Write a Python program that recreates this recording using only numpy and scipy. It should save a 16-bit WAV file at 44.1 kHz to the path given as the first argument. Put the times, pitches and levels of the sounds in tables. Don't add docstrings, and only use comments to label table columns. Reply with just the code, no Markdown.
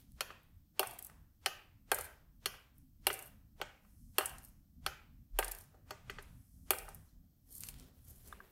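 import sys
import numpy as np
from scipy import signal
from scipy.fft import rfft, irfft, next_fast_len
from scipy.io import wavfile
from scipy.ndimage import uniform_filter1d, minimum_filter1d

SR = 44100
rng = np.random.default_rng(int(sys.argv[2]) if len(sys.argv) > 2 else 0)


def wrap_up_sound(samples):
    columns = np.atleast_2d(samples).T
    tamed = np.clip(columns, -1, 1)
    steps = np.round(tamed * 32767).astype(np.int16)
    wavfile.write(sys.argv[1], SR, steps)


N = 375291

# start in seconds, rough peak level in dB of the board's low, middle and high tones and of
# the steel's low and top tones, then the pitch in Hz that the spot favours among the board's low and middle
CUTS = [(0.207, -30, -25.5, -23.5, -24.5, -25.5, 510, 1444, 4450, 8830),
        (0.794, -17.5, -25.5, -18.5, -22, -16, 698, 1466, 5600, 13040),
        (1.46, -24, -21.5, -18.5, -20, -22, 853, 1230, 4800, 8900),
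        (1.916, -17, -17, -21.5, -26.5, -17, 703, 1548, 4400, 11140),
        (2.458, -31, -25, -22, -21.5, -22, 503, 1246, 4410, 9760),
        (3.068, -17.5, -21, -16.5, -21, -14, 693, 1915, 4410, 11100),
        (3.6142, -28, -25.5, -28, -35, -37, 747, 1190, 4350, 12870),
        (4.183, -17.5, -18.5, -18, -22, -14, 730, 1389, 6000, 11270),
        (4.863, -27.5, -21.5, -23, -24.5, -26.5, 852, 1240, 4600, 8620),
        (5.388, -17.5, -21, -21.5, -28, -17, 710, 1900, 6520, 12400),
        (5.907, -32, -31.5, -39, -35, -39, 560, 1460, 4300, 13000),
        (6.706, -18.5, -21.5, -19.5, -24, -12, 689, 1320, 6590, 12520)]
# pitch in Hz, width in Hz (wider dies faster), relative level in dB.
BOARD = [(391, 28, -4), (440, 80, -3.5), (521, 24, -11.5), (610, 21, -6.5), (722, 170, -5), (775, 40, -1.5),
         (896, 56, -5.5), (1240, 120, -2.5), (1515, 71, -8), (1797, 180, -10.5), (2000, 120, -8),
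         (2500, 190, -11.5), (2830, 200, -6), (3247, 120, -9)]
# pitch in Hz, width in Hz, relative level in dB.
STEEL = [(4367, 50, 4.5), (4580, 160, -8.5), (5030, 320, -8), (5420, 100, -4.5), (6660, 140, -2),
         (8920, 140, -1), (10930, 220, -16), (11400, 290, -2), (12100, 260, -1), (12400, 210, -8.5),
         (16000, 510, -15)]

BOARD_LOW = [mode for mode in BOARD if mode[0] < 1100]
BOARD_UPPER = [mode for mode in BOARD if mode[0] >= 1100]
STEEL_LOW = [mode for mode in STEEL if mode[0] < 8000]
STEEL_TOP = [mode for mode in STEEL if mode[0] >= 8000]
DAMPED = [[1], [.65]]


def amp(db):
    return 10 ** (np.asarray(db) / 20)


def read(points, hz):
    point_hz, value = np.transpose(points)
    return np.interp(np.log(hz + 1), np.log(point_hz + 1), value)


def along(s, db):
    level_db = np.interp(np.arange(N) / SR, s, db, -150, -150)
    return uniform_filter1d(amp(level_db), size=600)


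def gesture(start, hold, db, rise, fall):
    end = start + abs(hold)
    faint_db = db - 30
    return along([start - rise, start, end, end + fall], [faint_db, db, db, faint_db])


def noise(colour):
    size = next_fast_len(N)
    white = rfft(rng.standard_normal(size)) * np.sqrt(SR / 2)
    shape = amp(read(colour, np.fft.rfftfreq(size, 1 / SR)))
    return irfft(white * shape, size)[:N]


def evened(x):
    return x / np.sqrt(np.mean(x ** 2))


def smooth_patches(shape, across, along_time):
    patches = uniform_filter1d(rng.standard_normal(shape), size=across, axis=0)
    return evened(uniform_filter1d(patches, size=along_time, axis=1))


def add(mix, s, sound):
    part = mix[:, round(s * SR):][:, :sound.shape[1]]
    part += sound[:, :part.shape[1]]


def ring(modes, peak_db, rise_ms, crack, favoured_hz=None, focus_db=0., reach=10):
    t = np.arange(3000) / SR
    hz, width, db = np.transpose(modes)[:, :, None]
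    if favoured_hz:
        db = db - focus_db * abs(np.log2(hz / favoured_hz))
    level_draw, pitch_draw, phase = rng.standard_normal((len(hz), 3)).T[:, :, None]
    onset = 1 - np.exp(-(t * 1000 / max(rise_ms, .1)) ** 2)
    swing = amp(db + 0.61 * level_draw) * np.sqrt(width) * np.exp(-np.pi * width * t)
    tones = np.sin(2 * np.pi * (hz * (1 + 0.0094 * pitch_draw) * t + phase))
    rung = onset * (swing * tones).sum(0)

    low_edge = .9 * hz.min()
    reach_hz = max(reach * (favoured_hz or SR), 1.5 * low_edge)
    high_edge = min(1.03 * hz.max(), reach_hz)
    band = signal.butter(2, [low_edge, high_edge], "band", fs=SR, output="sos")
    fizz = onset * np.exp(-t / 0.003) * rng.standard_normal(len(t))
    cracked = signal.sosfilt(band, fizz)

    level = amp(peak_db - 23.5)
    near = level * evened(evened(rung) + crack * evened(cracked))

    wide = signal.butter(1, [.8 * low_edge, min(1.25 * high_edge, .45 * SR)], "band", fs=SR)
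    click = signal.lfilter(*wide, signal.lfilter(*wide, t == 0))
    return np.array([near, level * evened(click)])


def cuts(out):
    middle = [mode for mode in BOARD_UPPER if mode[0] < 2200]
    high = [mode for mode in BOARD_UPPER if mode[0] >= 2200]
    for s, low_db, middle_db, high_db, jaws_db, top_db, low_hz, middle_hz, jaws_hz, top_hz in CUTS:
        add(out, s, ring(BOARD_LOW, low_db, 1.0, .25, low_hz, focus_db=1.0))
        add(out, s, ring(middle, middle_db, 1.0, 0.93, middle_hz, focus_db=12.0))
        add(out, s, ring(high, high_db, 0.27, 0.63))
        add(out, s, ring(STEEL_LOW, jaws_db, 0.9, 0.96, jaws_hz, reach=0.79, focus_db=15.5))
        add(out, s, ring(STEEL_TOP, top_db, 0.44, 1.0, top_hz, reach=1.2, focus_db=15.5))


def knocks(out):
    # start in seconds, rough peak level in dB of the board's low tones and of its upper tones,
    # favoured low pitch in Hz, favoured upper pitch in Hz.
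    blows = [(0.304, -41, -34.5, 504, 1210), (0.83, -27, -24.5, 900, 1470), (0.99, -61, -44.5, 900, 2450),
             (1.097, -50.5, -42.5, 1000, 1960), (1.985, -33, -30.5, 545, 1430),
             (2.54, -47.5, -41.5, 560, 1130), (3.1015, -26.5, -22.5, 410, 1900),
             (3.6, -35.5, -51, 410, 1870), (3.849, -56.5, -45, 885, 1250), (4.208, -27, -24, 790, 1356),
             (4.232, -62.5, -34, 784, 1350), (5.4267, -34, -24, 643, 1930),
             (5.744, -45.5, -46.5, 1000, 1150), (6.097, -37, -27.5, 388, 2080),
             (6.185, -39.5, -32.5, 398, 1890), (6.734, -41, -26.5, 600, 1640),
             (6.882, -37.5, -39, 900, 1240), (7.687, -46, -42.5, 918, 2830)]
    for s, low_db, upper_db, low_hz, upper_hz in blows:
        add(out, s, ring(BOARD_LOW, low_db, 0.86, 0.094, low_hz, focus_db=8.0) * DAMPED)
        add(out, s, ring(BOARD_UPPER, upper_db, 0.26, 0.11, upper_hz, focus_db=11.5) * DAMPED)
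        add(out, s, ring(STEEL_LOW[:2], upper_db - 17.5, 0.93, .15))


def ticks(out):
    # start in seconds, rough peak level in dB of the steel's top tones and of its low tones,
    # favoured pitch in Hz.
    bounces = [(0.432, -55.5, -80, 11000), (0.83, -33.5, -60, 8700), (0.871, -31.5, -46.5, 8850),
               (0.9099, -37, -49, 10800), (0.9867, -38.5, -67, 12000), (0.99, -32.5, -52.5, 12000),
               (1.025, -33.5, -61.5, 12300), (1.041, -45.5, -69, 12000), (1.047, -33, -67, 12100),
               (1.0622, -43, -67, 12000), (1.067, -37, -63, 11500), (1.9448, -21, -52, 8900),
               (1.9865, -29, -39.5, 12500), (2.0093, -28.5, -46, 9200), (2.0427, -38.5, -74.5, 8850),
               (2.7813, -50, -71, 12500), (3.1289, -28, -40, 8640), (3.1396, -29, -49.5, 8890),
               (3.1905, -34.5, -49, 9040), (3.2245, -38, -64, 8780), (4.2573, -21, -45.5, 8750),
               (4.294, -37, -52, 9650), (4.383, -41.5, -50, 9000), (4.4481, -40.5, -51.5, 9200),
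               (5.4448, -26.5, -39, 8700), (5.48, -30, -40, 8830), (5.5133, -32, -45.5, 11400),
               (5.517, -26, -43.5, 11200), (5.549, -37, -50, 11400), (5.586, -39, -52, 12000),
               (5.61, -50, -51, 9000), (6.099, -44, -61, 11400), (6.225, -44.5, -72.5, 9300),
               (6.785, -31, -39, 8900), (6.8884, -40.5, -49, 8900), (6.9463, -37, -62, 11430),
               (7.5254, -41, -73, 11450), (7.552, -36, -59, 10800), (7.581, -39, -73, 12000),
               (7.606, -31.5, -66, 11200), (7.6688, -41, -46, 11100), (7.6868, -33, -41.5, 8900)]
    for s, top_db, low_db, hz in bounces:
        bright = ring(STEEL_TOP, top_db, 0.5, 1.0, hz, reach=1.5, focus_db=17.5)
        dull = ring(STEEL_LOW, low_db, 0.31, 2.0)
        add(out, s, (bright + dull) * DAMPED)


def skitter(count=12):
    # start in seconds, length in seconds, typical peak level in dB.
    runs = [(0.861, 0.089, -51), (1.96, 0.101, -45), (3.162, 0.117, -49.5), (4.419, 0.074, -53),
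            (5.547, 0.089, -50), (7.506, 0.206, -48.5), (7.776, 0.057, -64.5)]
    bounces_per_s, rise_s, fall_s = 240, .004, 0.007
    level = sum(amp(db) * gesture(s, length, 0, rise_s, fall_s) for s, length, db in runs)
    falls = rng.random(N) < bounces_per_s / SR
    size = level * amp(0.5 * rng.exponential(1, N)) * falls
    kind = rng.integers(0, count, N)
    pitch_hz = 12000 * 2 ** (0.16 * rng.standard_normal(count))
    out = np.zeros((2, N))
    for k, hz in enumerate(pitch_hz):
        bounce = ring(STEEL_TOP, 0, 0.2, 0.2, hz, focus_db=6.5) + ring(STEEL_LOW, -14.5, 0.32, 0.65)
        out += signal.oaconvolve((size * (kind == k))[None], bounce, axes=1)[:, :N]
    return out


def ping(out):
    # start in seconds, rough peak level in dB, pitch in Hz, width in Hz.
    faint_ping = (7.088, -52, 4195, 80)
    s, db, hz, width = faint_ping
    add(out, s, ring([(hz, width, 0)], db, 0.83, 0))


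def snaps(out):
    # start in seconds, peak level in dB.
    clicks = [(0.12, -42), (1.0995, -44), (7.6362, -23.5), (7.6875, -29), (7.742, -39), (7.787, -46.5),
              (7.7985, -36)]
    band_hz, decay_ms = (1500, 12000), .5
    t = np.arange(400) / SR
    for s, peak_db in clicks:
        fizz = 0.21 * np.exp(-t * 1000 / decay_ms) * rng.standard_normal(len(t))
        click = signal.lfilter(*signal.butter(1, band_hz, "band", fs=SR), (t == 0) + fizz)
        add(out, s, amp(peak_db) * click / abs(click).max() * [[1], [.4]])


def grips(out):
    # start in seconds, rough peak level in dB of each of the three tones.
    landings = [(8.3256, -30.5, -35.5, -40.5), (8.403, -36.5, -32.5, -62)]
    # pitch in Hz, width in Hz.
    plastic = [(1190, 130), (1620, 97), (3510, 140)]
    for s, *levels in landings:
        grip = sum(ring([mode + (0,)], db, 1.0, 0.17) for mode, db in zip(plastic, levels))
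        add(out, s, grip * [[1], [.2]])


def bench_work():
    out = np.zeros((2, N))
    cuts(out)
    knocks(out)
    ticks(out)
    ping(out)
    snaps(out)
    out += skitter()
    low_ring = signal.lfilter(*signal.butter(2, 3500, fs=SR), out[0])
    out[1] += 0.49 * low_ring
    grips(out)
    no_bass = signal.butter(6, 290, "high", fs=SR, output="sos")
    return signal.sosfilt(no_bass, out)


def echoes():
    # pitch in Hz, time in seconds.
    decay = [(300, 0.57), (2500, 0.71), (6000, 0.37), (12000, 0.41)]
    # pitch in Hz, relative level in dB.
    colour = [(400, -10.5), (900, -3), (2500, -5.5), (4000, -10.5), (8000, -2), (14000, -8.5)]
    taps = np.zeros(SR)
    at = np.arange(130, SR - 20, 12)
    taps[at + rng.integers(0, 12, len(at))] = rng.choice([-1., 1.], len(at))
    hz, t, z = signal.stft(taps, SR, nperseg=256)
    t60 = read(decay, hz)[:, None]
    early = 1 + 3.9 * np.exp(-t / 0.0082)
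    lumps = smooth_patches(z.shape, 10, 3)
    level_db = 1.6 * lumps + read(colour, hz)[:, None] - 23.5 - 60 * t / t60
    return signal.istft(z * early * amp(level_db), SR, nperseg=256)[1]


def room(x, count=6):
    starts = [row[0] - .01 for row in CUTS]
    stretch = np.searchsorted(starts, np.arange(N) / SR) % count
    return sum(signal.fftconvolve(x * (stretch == k), echoes())[:N] for k in range(count))


def brushing():
    # start in seconds, hold in seconds, bright scratch level in dB, dull swish level in dB.
    echo_and_strokes = [(0.0, 0.014, -75, -60.5), (7.499, 0.071, -65.5, -65), (7.605, 0.076, -61, -70.5),
                        (7.758, 0.13, -85, -63.5), (7.965, 0.03, -76.5, -65), (8.076, 0.035, -59, -64),
                        (8.148, 0.06, -65.5, -63.5), (8.269, 0.015, -58, -61.5), (8.334, 0.31, -78, -63.5)]
    # pitch in Hz, relative density in dB per Hz.
    scratch_colour = [(2350, -49), (4000, -11), (6590, -4.5), (12300, 2), (14500, -3), (16000, -14)]
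    # pitch in Hz, relative density in dB per Hz.
    swish_colour = [(250, -45), (360, 0.5), (600, -10.5), (3000, -11.5), (6000, -22.5)]
    rise_s, fall_s = 0.1, 0.069
    grain = amp(2.2 * evened(uniform_filter1d(rng.standard_normal(N), size=150)))
    hz, t, z = signal.stft(noise(scratch_colour) * grain, SR, nperseg=256)
    patches = smooth_patches(z.shape, 6, 8)
    gusts = evened(uniform_filter1d(rng.standard_normal(len(t)), size=6))
    patchy = signal.istft(z * amp(2.4 * patches + 3.0 * gusts), SR, nperseg=256)[1][:N]
    scratch = evened(patchy)
    swish = evened(noise(swish_colour) * grain)
    out = np.zeros(N)
    for s, hold, bright_db, dull_db in echo_and_strokes:
        blend = scratch * amp(bright_db) + swish * amp(dull_db)
        out += blend * gesture(s, hold, 0, rise_s, fall_s)
    return out


def swells():
    # start in seconds, hold in seconds, level in dB.
    rises = [(3.9, 0.34, -71.5), (6.3, 0.77, -71.5)]
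    band = signal.butter(2, [5000, 12200], "band", fs=SR, output="sos")
    treble = evened(signal.sosfilt(band, rng.standard_normal(N)))
    return treble * sum(gesture(*row, 0.35, .15) for row in rises)


def bench_sway():
    # start in seconds, hold in seconds, level in dB.
    leans = [(5.346, 0.032, -40.5), (5.458, 0.061, -53.5), (6.803, 0.042, -53.5)]
    sway_hz, rise_s, fall_s = 37, 0.051, 0.19
    wobble = 1 + 0.066 * evened(uniform_filter1d(rng.standard_normal(N), size=4000))
    sway = np.sqrt(2) * np.sin(2 * np.pi * np.cumsum(sway_hz * wobble) / SR)
    return sway * sum(gesture(*row, rise_s, fall_s) for row in leans)


def rumble():
    # time in seconds, level in dB.
    loudness = [(0.0, -62.5), (5.3, -61.5), (5.9, -59.5), (7.0, -59), (8.51, -60)]
    # pitch in Hz, relative density in dB per Hz.
    colour = [(12, -43.5), (20, -3.5), (44, -1.5), (80, -2), (107, -6.5), (200, -12), (270, -15.5),
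              (320, -30), (420, -42.5), (560, -74)]
    wander_db = 3.5
    hz, t, z = signal.stft(noise(colour), SR, nperseg=4096)
    lumps = smooth_patches(z.shape, 2, 4)
    wander = evened(uniform_filter1d(rng.standard_normal(len(t)), size=3))
    low = signal.istft(z * amp(3.2 * lumps + wander_db * wander), SR, nperseg=4096)[1][:N]
    return evened(low) * along(*np.transpose(loudness))


def room_hiss():
    # pitch in Hz, density in dB per Hz.
    colour = [(300, -100), (1000, -100), (3000, -105), (8000, -113), (12000, -117), (16000, -120)]
    return noise([(200, -140)] + colour)


def scene():
    near, all_round = bench_work()
    brushed = brushing()
    background = swells() + rumble() + bench_sway() + room_hiss()
    return (near + room(all_round) + brushed + background)[None]


def suppress(x, margin_db=5.5, range_db=9.0, release_db=82.0, spill=0.36):
    edges_hz = [320, 800, 2000, 3000, 4000, 5000, 7800, 9800, 12200]
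    # pitch in Hz, drop in dB.
    depth = [(500, 20.5), (2000, 30), (5000, 17.5), (11000, 12)]
    hz, t, z = signal.stft(x, SR, nperseg=1024, noverlap=768)
    bands = [(hz >= lo) & (hz < hi) for lo, hi in zip(edges_hz, edges_hz[1:])]
    power = [uniform_filter1d((abs(z[band]) ** 2).mean(0), size=3) for band in bands]
    level_db = 10 * np.log10(np.array(power) + 1e-20)
    quiet_db = np.percentile(level_db, 10, axis=1)[:, None]
    over_db = level_db - quiet_db - margin_db

    closed = np.clip(0.5 - over_db / range_db, 0, 1)
    closed = np.pad(closed, ((1, 1), (0, 0)), "edge")
    closed = (1 - 2 * spill) * closed[1:-1] + spill * (closed[:-2] + closed[2:])

    gain_db = np.zeros(z.shape)
    for band, share in zip(bands, closed):
        shut_db = -read(depth, hz[band].mean()) * share
        held_db = np.maximum.accumulate(shut_db + release_db * t) - release_db * t
        early_db = -minimum_filter1d(-held_db, size=9)
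        gain_db[band] = uniform_filter1d(early_db, size=7)
    return signal.istft(z * amp(gain_db), SR, nperseg=1024, noverlap=768)[1][:N]


def record(dry):
    treble_cut = signal.firwin(301, 15800, window=("kaiser", 9), fs=SR)
    return signal.oaconvolve(suppress(dry[0]), treble_cut, "same")[None]


dry = scene()
out = record(dry)
wrap_up_sound(out)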